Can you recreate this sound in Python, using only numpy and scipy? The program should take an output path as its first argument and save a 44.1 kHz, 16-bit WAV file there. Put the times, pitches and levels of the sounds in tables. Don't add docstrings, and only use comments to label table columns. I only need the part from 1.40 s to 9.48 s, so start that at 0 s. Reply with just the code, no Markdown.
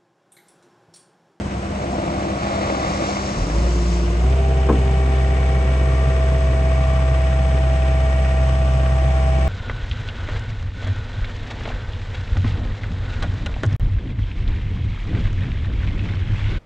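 import sys
import numpy as np
from scipy import signal
from scipy.fft import rfft, irfft
from scipy.io import wavfile
from scipy.ndimage import map_coordinates

SR = 44100
rng = np.random.default_rng(int(sys.argv[2]) if len(sys.argv) > 2 else 0)


def digitize_waveform(pressure):
    field = np.atleast_2d(pressure).T
    bounded = np.clip(field, -1, 1)
    quanta = np.round(bounded * 32767).astype(np.int16)
    wavfile.write(sys.argv[1], SR, quanta)


N = 356328
TIME = np.arange(N) / SR
BINS_HZ = np.maximum(np.fft.rfftfreq(N, 1 / SR), 1)

# start in seconds, new rate in firings per s, time to get there in seconds.
THROTTLE = [(1.91, 57.9, .295), (2.765, 65.27, .145)]
# rate in firings per s, firing tone in dB, its octave in dB.
NOTE_BY_SPEED = [(32.6, -54, -32.5), (37, -36, -37.5), (42.65, -21, -22.5), (47.5, -30, -39),
                 (51.5, -23, -38), (55, -16.5, -32), (57, -18.5, -46), (64, -16, -29.5)]
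# rate in firings per s, clatter in dB, rumble in dB.
NOISE_BY_SPEED = [(33.4, -43, -30.5), (56, -37, -28.5), (67.3, -33.5, -29.5)]
# rate in firings per s, fan in dB, then in relative dB
WHINE_BY_SPEED = [(33.8, -31.5, -46, -28, -6), (48.7, -36, -40, -33, -9), (55.7, -32.5, -57, -0.5, -2.5),
                  (66.73, -33, -37, -0.5, -1.5)]
# multiple of the firing rate, level in relative dB.
LOPE = [(1.5, -46), (2.5, -43), (3.5, -43), (4, -42.5)]
# one value per cylinder, in relative dB.
CYLINDER_DB = [9.5, 0.46, 21, 3.2]
# frequency in Hz, level in relative dB per Hz.
BLOCK_COLOUR = [(150, -11), (300, -1), (490, -5), (600, 1), (690, 1), (850, -13.5), (1130, -4),
                (1280, -15.5), (1650, -14.5), (1880, -11), (2270, -16.5), (2900, -15), (3700, -17),
                (6000, -46)]
# frequency in Hz, width in Hz, height above the block in dB.
COVERS = [(1070, 110, 3), (1310, 62, 7), (1576, 11, 10), (1900, 200, 4), (2170, 72, 3), (2468, 55, 10.5),
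          (2724, 42, 9.5), (3002, 45, 10), (3425, 76, 4.5)]
PANELS_HZ = (1350, 1600, 1850, 2100, 2350, 2600, 2900, 3250)
# frequency in Hz, level in relative dB per Hz.
RUMBLE_COLOUR = [(20, -27), (45, -5.5), (70, -5.5), (86, 1.5), (100, 2), (125, -2.5), (165, 2.5),
                 (215, -8.5), (290, -8), (400, -10), (650, -17.5), (900, -14), (2000, -35)]
# frequency in Hz, level in relative dB per Hz.
HISS_COLOUR = [(500, -15.5), (1500, 19.5), (3000, 10.5), (4100, 1), (5500, 5), (6500, 0.5), (7200, -11.5),
               (8200, 10.5), (9000, -30.5)]
# frequency in Hz, level in relative dB per Hz.
GRILLE_COLOUR = [(150, -27), (250, 3.5), (330, -3.5), (410, -5.5), (490, 1.5), (560, -17.5), (800, -34),
                 (2000, -38)]
# time in seconds, level in relative dB.
LIFT_TONE = [(3.2, 5.5), (3.45, 1.5), (4.05, 3.5), (4.4, 6), (5, 11)]
# time in seconds, level in relative dB.
CHARGE_TONE = [(2.72, -43), (2.8, -39), (2.88, -34), (2.96, -44), (3.05, -33.5), (4.18, -34.5), (4.36, -45),
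               (4.56, -39.5), (5.1, -44), (5.16, -38), (6.68, -35), (6.85, -37), (7.35, -38), (7.7, -33.5)]
# multiple of the firing rate, level in relative dB,
# left minus right in dB, lead of the left in radians.
GEAR_TONES = [(7, -46.5, 1, .5), (7.5, -45.5, 3, .4), (8, -45, 2, .3), (9, -49, 0, .3),
              (10.25, -47, -1, .8), (10.5, -46, -1, .8), (11, -50.5, 1, .8), (17, -49.5, 4, 1.3),
              (17.25, -53, 4, 1.3), (17.75, -53, 5, 1.3), (18, -45, 6, 1.3), (21, -53.5, 7, 1.6),
              (21.25, -54, 9, 1.6), (24, -53, 5, 1.8), (26, -54, 1, 2), (27.5, -56, 4, 1.7),
              (28, -53, 6, 1.7), (28.25, -51.5, 7, 1.7), (29, -55, 4, 1.7), (29.25, -52.5, 5, 1.7),
              (29.5, -55, 4, 1.7), (34, -55, 0, .9), (34.5, -52, -1, .9), (34.75, -54, 0, .9),
              (35, -55, 0, .9), (35.25, -56, 0, .9), (38.5, -55, 2, .9)]
CLUSTERS = (17.5, 28.5, 34.5)
# time in seconds, low, middle and high cluster in dB.
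CLUSTER_DB = [(3, -6, -12, 0), (3.6, -2, 5.5, 4), (4.15, -8, 3.5, 6), (4.6, 0, 3, 0.5),
              (5.1, -2.5, -3, 0.5), (5.5, 3.5, 1, 1), (6.1, -4.5, -1, -2.5), (6.75, -2, 4, 3),
              (7.3, 2.5, -2.5, -9), (8, 2, 1, 2)]
# frequency in Hz, likeness from -1 to 1.
LIKENESS = [(120, 1), (280, 0.96), (520, 0.88), (800, 0.24), (1200, 0.24), (1750, -0.49), (2600, 0.46),
            (4100, -0.18), (5600, -0.39), (6700, 0.61), (8300, -0.4)]
# frequency in Hz, left minus right in dB.
SIDE_DB = [(150, 0), (300, 1.5), (600, -1), (1000, 4.5), (1600, -0.5), (2700, -1), (4700, 6), (8000, 0)]
# time in seconds, level in dB, contact softness in Hz.
CLUNKS = [(3.288, -12, 1900), (3.2938, -7.5, 2000), (3.301, -16, 1500), (3.3117, -24.5, 1300),
          (3.3265, -19, 1100), (3.347, -20, 250), (3.4083, -23.5, 400)]
# frequency in Hz, level in dB, 60 dB decay time in seconds.
BUCKET_MODES = [(198, -18.5, 0.13), (220, -6.5, 0.14), (250, -10, .23), (275, -8.5, 0.21), (318, -3, 0.11),
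                (338, -14.5, 0.08), (451, -8.5, 0.15), (505, -9, 0.089), (564, -11.5, 0.05),
                (730, -12.5, 0.017), (789, -12, 0.11), (903, -9.5, 0.041), (1000, -6, .034),
                (1024, -9, 0.049), (1076, -7, 0.041), (1313, -13, 0.05), (1490, -22, 0.056),
                (1646, -21, 0.069), (1900, -25, .02), (2240, -22, 0.018)]
# band centre in Hz, level in dB, 60 dB decay time in seconds.
FRAME = [(170, -22, .25), (296, -20.5, 0.3), (460, -18, 0.12), (700, -24, 0.073)]
# time in seconds, tread roar, tyre rush and spray in relative dB.
WHEELS = [(0.682, -27, -38, -50), (1.299, -24.5, -29, -45), (1.749, -32, -33, -37.5),
          (2.48, -48.5, -52.5, -41)]
# frequency in Hz, level in relative dB per Hz.
TREAD_COLOUR = [(40, -36.5), (120, -12), (240, -5.5), (290, 1.5), (340, 2), (410, -10), (560, 2), (680, 2),
                (880, -6.5), (1100, -13.5), (2500, -44)]
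TYRE_COLOUR = [(500, -25), (1150, 5.5), (1650, -5.5), (2150, -5.5), (2900, -12.5), (4000, -13),
               (8000, -45.5)]
SPRAY_COLOUR = [(1500, -21), (3000, -1.5), (4300, 1), (5500, 7), (6800, 1), (8000, -2.5), (9000, -8.5)]
# time in seconds, blocks per s.
TREAD_RATE = [(0, 360), (.9, 335), (1.25, 326), (1.6, 296), (2.2, 283)]
# multiple of the block rate, level in relative dB.
TREAD_TONES = [(1, -1.5), (1.772, 0), (2, 5), (2.499, -0.5)]
# frequency in Hz, lead in ms.
LORRY_LEAD_MS = [(300, 0.45), (1500, 0.33), (2300, 0.43), (3300, 0.467), (8000, 0.427)]
# time in seconds, level in dB, contact softness in Hz.
FAR_KNOCKS = [(.288, -10.5, 1400)]
# frequency in Hz, side level in dB.
WIDTH = [(50, -28), (100, -8.5), (150, -12), (200, -7.5), (300, 0.5), (6000, -2.5), (8000, -4)]

IDLE_RATE = 33.35
OVERSHOOT_RATE, OVERSHOOT_S = .85, .06
LIFT_S = 3.29
LIFT_TAKES_S, PRESSURE_RISE_S = 3.3, 1.26
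SAG_RATE, SAG_S = 0.615, 0.0503
SURGE_NOTE_DB, SURGE_RUMBLE_DB, SURGE_WHINE_DB, SURGE_PUMP_DB = 1.5, 2.5, -3.5, -7
LURCH_DB = 1.0
LOPE_DB, LOPE_FADE_DB = 1, -8.5
HISS_IDLE_DB, HISS_PRESSURE_DB = -40, 2
GEARS_PRESSURE_DB, OCTAVE_PRESSURE_DB = 5, 3.5
FAN_LIFTED_DB, RUMBLE_LIFTED_DB = -9.5, -0.44
FAN_STRAIN_DB, FAN_STRAIN_S = 2.5, 0.14
FAN_FADES_S, FAN_FADE_TAKES_S, FAN_FADE_DB = 5.3, 0.038, -9.5
SHUDDER_DB, SHUDDER_S = 2, 0.092
STRAIN_DB, STRAIN_S = 1, 0.88
WAITING_S, WAITING_FADE_S, WAITING_DB = 2.87, .1, -39
CLATTER_FIRING_DB, CLATTER_CYCLE_DB = 1.5, 1.7
KNOCK_LAG = .7
CONTACT_SPREAD_DB = 1.5
PANEL_WIDTH_HZ, PANEL_SWING_DB = 150, 1.8
PASS_S, PASS_FALLOFF = 0.38, 1.5
HIDDEN_S, HIDING_TAKES_S, HIDDEN_SPRAY_DB = 2.54, 0.28, -6
CUTOFF_HZ = 8900


def loader():
    rate, surge = governor()
    firings = np.cumsum(rate) / SR
    pressure = ramp(LIFT_S, PRESSURE_RISE_S)

    clatter_db, rumble_db = by_speed(NOISE_BY_SPEED, rate)
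    clatter_db = clatter_db + STRAIN_DB * bump(LIFT_S, STRAIN_S)
    rumble_db = rumble_db + SURGE_RUMBLE_DB * surge + SHUDDER_DB * bump(LIFT_S, SHUDDER_S)
    rumble_db = rumble_db + RUMBLE_LIFTED_DB * ramp(LIFT_S, LIFT_TAKES_S)
    hiss_db = HISS_IDLE_DB + HISS_PRESSURE_DB * np.sqrt(pressure) + 0.5 * drift(21)
    fan_db, lift_db, charge_db, load_db = shaft_levels(rate, surge)

    note = from_db(surge * (SURGE_NOTE_DB + LURCH_DB * drift(40))) * exhaust(firings, rate)
    whines = fan_and_pumps(firings, fan_db, lift_db, charge_db)
    whines = whines + gears(firings, fan_db, load_db) + waiting_whine(firings)
    noises = from_db(clatter_db) * clatter(firings)
    noises = noises + from_db(rumble_db) * rumble(firings) + from_db(hiss_db) * hiss(firings)
    return note + whines + fan_rush(fan_db, load_db) + noises


def governor():
    rate = IDLE_RATE - SAG_RATE * bump(LIFT_S, SAG_S)
    surge, before = 0, IDLE_RATE
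    for s, new_rate, takes_s in THROTTLE:
        rate = rate + (new_rate - before) * ramp(s, takes_s)
        rate = rate + OVERSHOOT_RATE * bump(s + takes_s, OVERSHOOT_S)
        surge = surge + ramp(s, takes_s / 2) - ramp(s + takes_s, takes_s / 2)
        before = new_rate
    return rate, surge


def exhaust(firings, rate):
    first_db, second_db = by_speed(NOTE_BY_SPEED, rate)
    second_db = second_db + OCTAVE_PRESSURE_DB * np.sqrt(ramp(LIFT_S, PRESSURE_RISE_S))
    note = from_db(first_db) * tone(firings, order=1, flutter_db=0.3)
    note = note + from_db(second_db) * tone(firings, order=2, flutter_db=2.6)

    boom_hz, width_hz = 173.5, 4
    for order, boom_db in ((3, -30.5), (5, -36)):
        resonance = from_db(boom_db) / np.hypot(1, (order * rate - boom_hz) / width_hz)
        note = note + resonance * tone(firings, order=order, flutter_db=-1.5)

    lope_db = LOPE_DB + LOPE_FADE_DB * np.minimum(rate / IDLE_RATE - 1, 1)
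    for order, db in LOPE:
        level = from_db(lope_db + db + 0.9 * drift(4.7))
        note = note + level * np.sqrt(2) * np.cos(2 * np.pi * (order * firings + rng.random()))
    return note


def clatter(firings, size=2700, count=32):
    loose, wobble = .45, .001
    patterns = irfft(np.exp(2j * np.pi * rng.random((4, size // 2 + 1))), size)
    cycle = (firings + wobble * drift(27)) / 4 % 1
    played = np.array([map_coordinates(p, [cycle * size], order=3, mode="grid-wrap") for p in patterns])
    view = np.pi * TIME / 4
    repeating = rms_one(np.cos(view) * played[:2] + np.sin(view) * played[2:])
    contacts = repeating + loose * rng.standard_normal((2, N))

    hardness_db = CONTACT_SPREAD_DB * rng.standard_normal(count)
    strength_db = np.interp(cycle, np.arange(count) / count, hardness_db, period=1)
    uneven = from_db(strength_db + .6 * drift(16))
    struck = contacts * uneven * throb(firings, CLATTER_FIRING_DB, CLATTER_CYCLE_DB)
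    return shifting_panels(spread(struck, BLOCK_COLOUR, COVERS))


def shifting_panels(x):
    out = x
    for hz in PANELS_HZ:
        ringing = signal.lfilter(*signal.iirpeak(hz, hz / PANEL_WIDTH_HZ, fs=SR), x)
        out = out + (from_db(PANEL_SWING_DB * drift(4.9)) - 1) * ringing
    return rms_one(out)


def rumble(firings):
    return spread(rng.standard_normal((2, N)) * firing_gate(firings, fade=0.7, depth=0.27), RUMBLE_COLOUR)


def hiss(firings):
    return spread(rng.standard_normal((2, N)) * throb(firings, firing_db=1.0, cycle_db=1.2), HISS_COLOUR)


def firing_gate(firings, fade, depth):
    cylinder = firings.astype(int) % 4
    burst = rms_one(np.exp(-(firings % 1) / fade) * from_db(CYLINDER_DB)[cylinder])
    depth = np.clip(depth, 0, 1)
    return np.sqrt(1 - depth + depth * burst ** 2)


def throb(firings, firing_db, cycle_db):
    each_firing = firing_db * np.cos(2 * np.pi * (firings - KNOCK_LAG))
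    each_cycle = cycle_db * np.cos(np.pi * firings / 2)
    return rms_one(from_db(each_firing + each_cycle))


def shaft_levels(rate, surge):
    fan_db, lift_db, charge_db, gears_db = by_speed(WHINE_BY_SPEED, rate)
    fan_db = fan_db + SURGE_WHINE_DB * surge + FAN_LIFTED_DB * ramp(LIFT_S, LIFT_TAKES_S)
    fan_db = fan_db + FAN_FADE_DB * ramp(FAN_FADES_S, FAN_FADE_TAKES_S)
    lift_db = lift_db + SURGE_PUMP_DB * np.sqrt(np.maximum(surge, 0)) + in_time(LIFT_TONE)[0]
    charge_db = charge_db + in_time(CHARGE_TONE)[0]
    gears_db = gears_db + GEARS_PRESSURE_DB * ramp(LIFT_S, PRESSURE_RISE_S)
    return fan_db, lift_db, charge_db, gears_db


def fan_and_pumps(firings, fan_db, lift_db, charge_db):
    fan_db = fan_db + FAN_STRAIN_DB * bump(LIFT_S, FAN_STRAIN_S)
    fan = from_db(fan_db) * tone(firings, order=6, flutter_db=2.0, lead=0.52, pan_db=2.0)
    lift = from_db(lift_db) * tone(firings, order=10, flutter_db=1.0, lead=0.85, pan_db=-1.0)
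    charge = from_db(charge_db) * tone(firings, order=12, flutter_db=1.44, lead=1.42, pan_db=3.0)
    return fan + lift + charge


def gears(firings, fan_db, load_db, gears_db=-3.5, swell_db=2.0, twist=0.023):
    grille_db = 0.47 * (fan_db + 41.0)
    sides, cluster_curves = np.array([[.5], [-.5]]), in_time(CLUSTER_DB)
    out = 0
    for order, db, pan_db, lead in GEAR_TONES:
        swell = swell_db * drift(4.6)
        if order < 9:
            swell = swell + grille_db
        for centre, curve in zip(CLUSTERS, cluster_curves):
            if abs(order - centre) < 2:
                swell = swell + curve
        phase = 2 * np.pi * (order * firings + rng.random()) + twist * order * drift(10)
        out = out + from_db(db + swell) * from_db(pan_db * sides) * np.cos(phase + lead * sides)
    return np.sqrt(2) * from_db(load_db + gears_db) * out


def waiting_whine(firings):
    waiting = ramp(WAITING_S, WAITING_FADE_S) - ramp(LIFT_S - WAITING_FADE_S, WAITING_FADE_S)
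    return from_db(WAITING_DB) * waiting * tone(firings, order=7, flutter_db=4.0)


def fan_rush(fan_db, load_db, rush_db=-6.0):
    return from_db(fan_db + load_db + rush_db) * spread(rng.standard_normal((2, N)), GRILLE_COLOUR)


def tone(firings, order, flutter_db, lead=0., pan_db=0.):
    sides = np.array([[.5], [-.5]])
    strength = from_db(flutter_db * drift(29) + pan_db * sides)
    return -np.sqrt(2) * np.cos(2 * np.pi * order * firings + lead * sides) * strength


def spread(pair, spectrum, peaks=()):
    db = over_hz(spectrum)
    for hz, width, top in peaks:
        db = db + top / (1 + (2 * (BINS_HZ - hz) / width) ** 2)
    alike = np.clip(over_hz(LIKENESS), -1, 1)
    mid, side = rfft(pair) * from_db(db)
    sides = np.array([[1], [-1]])
    ears = np.sqrt(1 + alike) * mid + np.sqrt(1 - alike) * side * sides
    balanced = ears * from_db(over_hz(SIDE_DB) * sides / 2)
    return rms_one(irfft(balanced, N))


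def bucket(rattle_db=-36, rattle_s=0.025, frame_db=3):
    force = blows(CLUNKS, rattle_db, rattle_s)
    out = from_db(frame_db) * thud(force)
    for k, (hz, db, t60) in enumerate(BUCKET_MODES):
        r = from_db(-60 / (t60 * SR))
        w = 2 * np.pi * hz / SR
        ringing = signal.lfilter([0, np.sin(w)], [1, -2 * r * np.cos(w), r * r], force + 1e-18)
        out = out + (-1) ** (k + 1) * from_db(db) * ringing
    return out * from_db([[0.9], [-0.9]])


def blows(rows, rattle_db, rattle_s):
    force = np.zeros((2, N))
    t = TIME[:SR // 8]
    for s, db, soft_hz in rows:
        rattle = rng.standard_normal(len(t)) + 0.29 * rng.standard_normal((2, len(t)))
        blow = (t == 0) + from_db(rattle_db) * np.exp(-t / rattle_s) * rattle
        at = int(s * SR)
        softened = signal.lfilter(*signal.butter(1, soft_hz, fs=SR), blow)
        force[:, at:at + len(t)] += from_db(db) * softened
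    return force


def thud(force):
    t, half_band = TIME[:SR // 2], 2 ** (1 / 3)
    ring = 0
    for hz, db, t60 in FRAME:
        band = signal.butter(2, [hz / half_band, hz * half_band], "band", fs=SR, output="sos")
        modes = rms_one(signal.sosfilt(band, rng.standard_normal(len(t))))
        ring = ring + from_db(db - 60 * t / t60) * modes
    return signal.fftconvolve(force, ring[None], axes=1)[:, :N]


def lorry(scatter=0.43, spray_scatter=0.71, song_db=-6, roar_db=-1.0):
    tread_db, tyre_db, spray_db = passing()
    spray_db = spray_db + HIDDEN_SPRAY_DB * ramp(HIDDEN_S, HIDING_TAKES_S)
    tread = road_noise(tread_db + roar_db, TREAD_COLOUR)
    tyre = road_noise(tyre_db, TYRE_COLOUR)
    spray = road_noise(spray_db, SPRAY_COLOUR)

    slap = rms_one(from_db(1.8 * drift(130)))
    song = from_db(tread_db + song_db) * tread_song()
    direct = from_the_left(slap * (tread[0] + tyre[0]) + spray[0] + song)
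    diffuse = (scatter * (tread + tyre) + spray_scatter * spray)[1:]
    high_pass = signal.butter(1, 500, "high", fs=SR, output="sos")
    return (direct + signal.sosfilt(high_pass, diffuse)) * from_db([[.4], [-.8]])


def passing():
    power = 0
    for s, *levels_db in WHEELS:
        nearness = 1 / (1 + ((TIME - s) / PASS_S) ** 2) ** PASS_FALLOFF
        power = power + from_db(levels_db)[:, None] ** 2 * nearness
    return 10 * np.log10(power)


def road_noise(db, spectrum):
    return from_db(db + .5 * drift(12)) * colour(rng.standard_normal((3, N)), spectrum)


def tread_song():
    blocks = np.cumsum(in_time(TREAD_RATE)[0]) / SR
    song = 0
    for order, db in TREAD_TONES:
        song = song + from_db(db) * (1 + drift(17)) * np.cos(2 * np.pi * order * blocks + drift(12))
    return rms_one(song)


def from_the_left(x):
    delay_s = over_hz(LORRY_LEAD_MS) * 1e-3
    right = irfft(rfft(x) * np.exp(-2j * np.pi * BINS_HZ * delay_s), N)
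    return np.array([x, right])


def far_knock():
    return from_the_left(thud(blows(FAR_KNOCKS, rattle_db=-39, rattle_s=.01))[0])


def from_db(db):
    return 10 ** (np.asarray(db) / 20)


def rms_one(x):
    return x / np.sqrt(np.mean(x ** 2) + 1e-20)


def in_time(rows):
    s, *columns = np.transpose(rows)
    return [np.interp(TIME, s, c) for c in columns]


def by_speed(rows, rate):
    speeds, *columns = np.transpose(rows)
    return [np.interp(rate, speeds, c) for c in columns]


def over_hz(points):
    hz, value = np.transpose(points)
    return np.interp(np.log(BINS_HZ), np.log(hz), value)


def colour(x, spectrum):
    return rms_one(irfft(rfft(x) * from_db(over_hz(spectrum)), N))


def drift(rate, size=8192):
    hz = np.fft.rfftfreq(size, N / SR / size)
    slow = irfft(rfft(rng.standard_normal(size)) / (1 + (hz / rate) ** 2) ** 2)
    return np.interp(np.linspace(0, size - 1, N), np.arange(size), rms_one(slow))


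def ramp(start_s, takes_s):
    return np.clip((TIME - start_s) / takes_s, 0, 1)


def bump(start_s, top_s):
    age = np.maximum(TIME - start_s, 0) / top_s
    return age * np.exp(1 - age)


def scene():
    return loader() + bucket() + lorry() + far_knock()


def record(dry, top=0.88):
    mid = dry.mean(axis=0)
    narrowed = mid + irfft(rfft(dry - mid) * from_db(over_hz(WIDTH)), N)
    rounded = narrowed / (1 + (narrowed / top) ** 8) ** (1 / 8)
    treble_cut = signal.ellip(10, .2, 80, CUTOFF_HZ, fs=SR, output="sos")
    return signal.sosfilt(treble_cut, rounded)


dry = scene()
out = record(dry)
digitize_waveform(out)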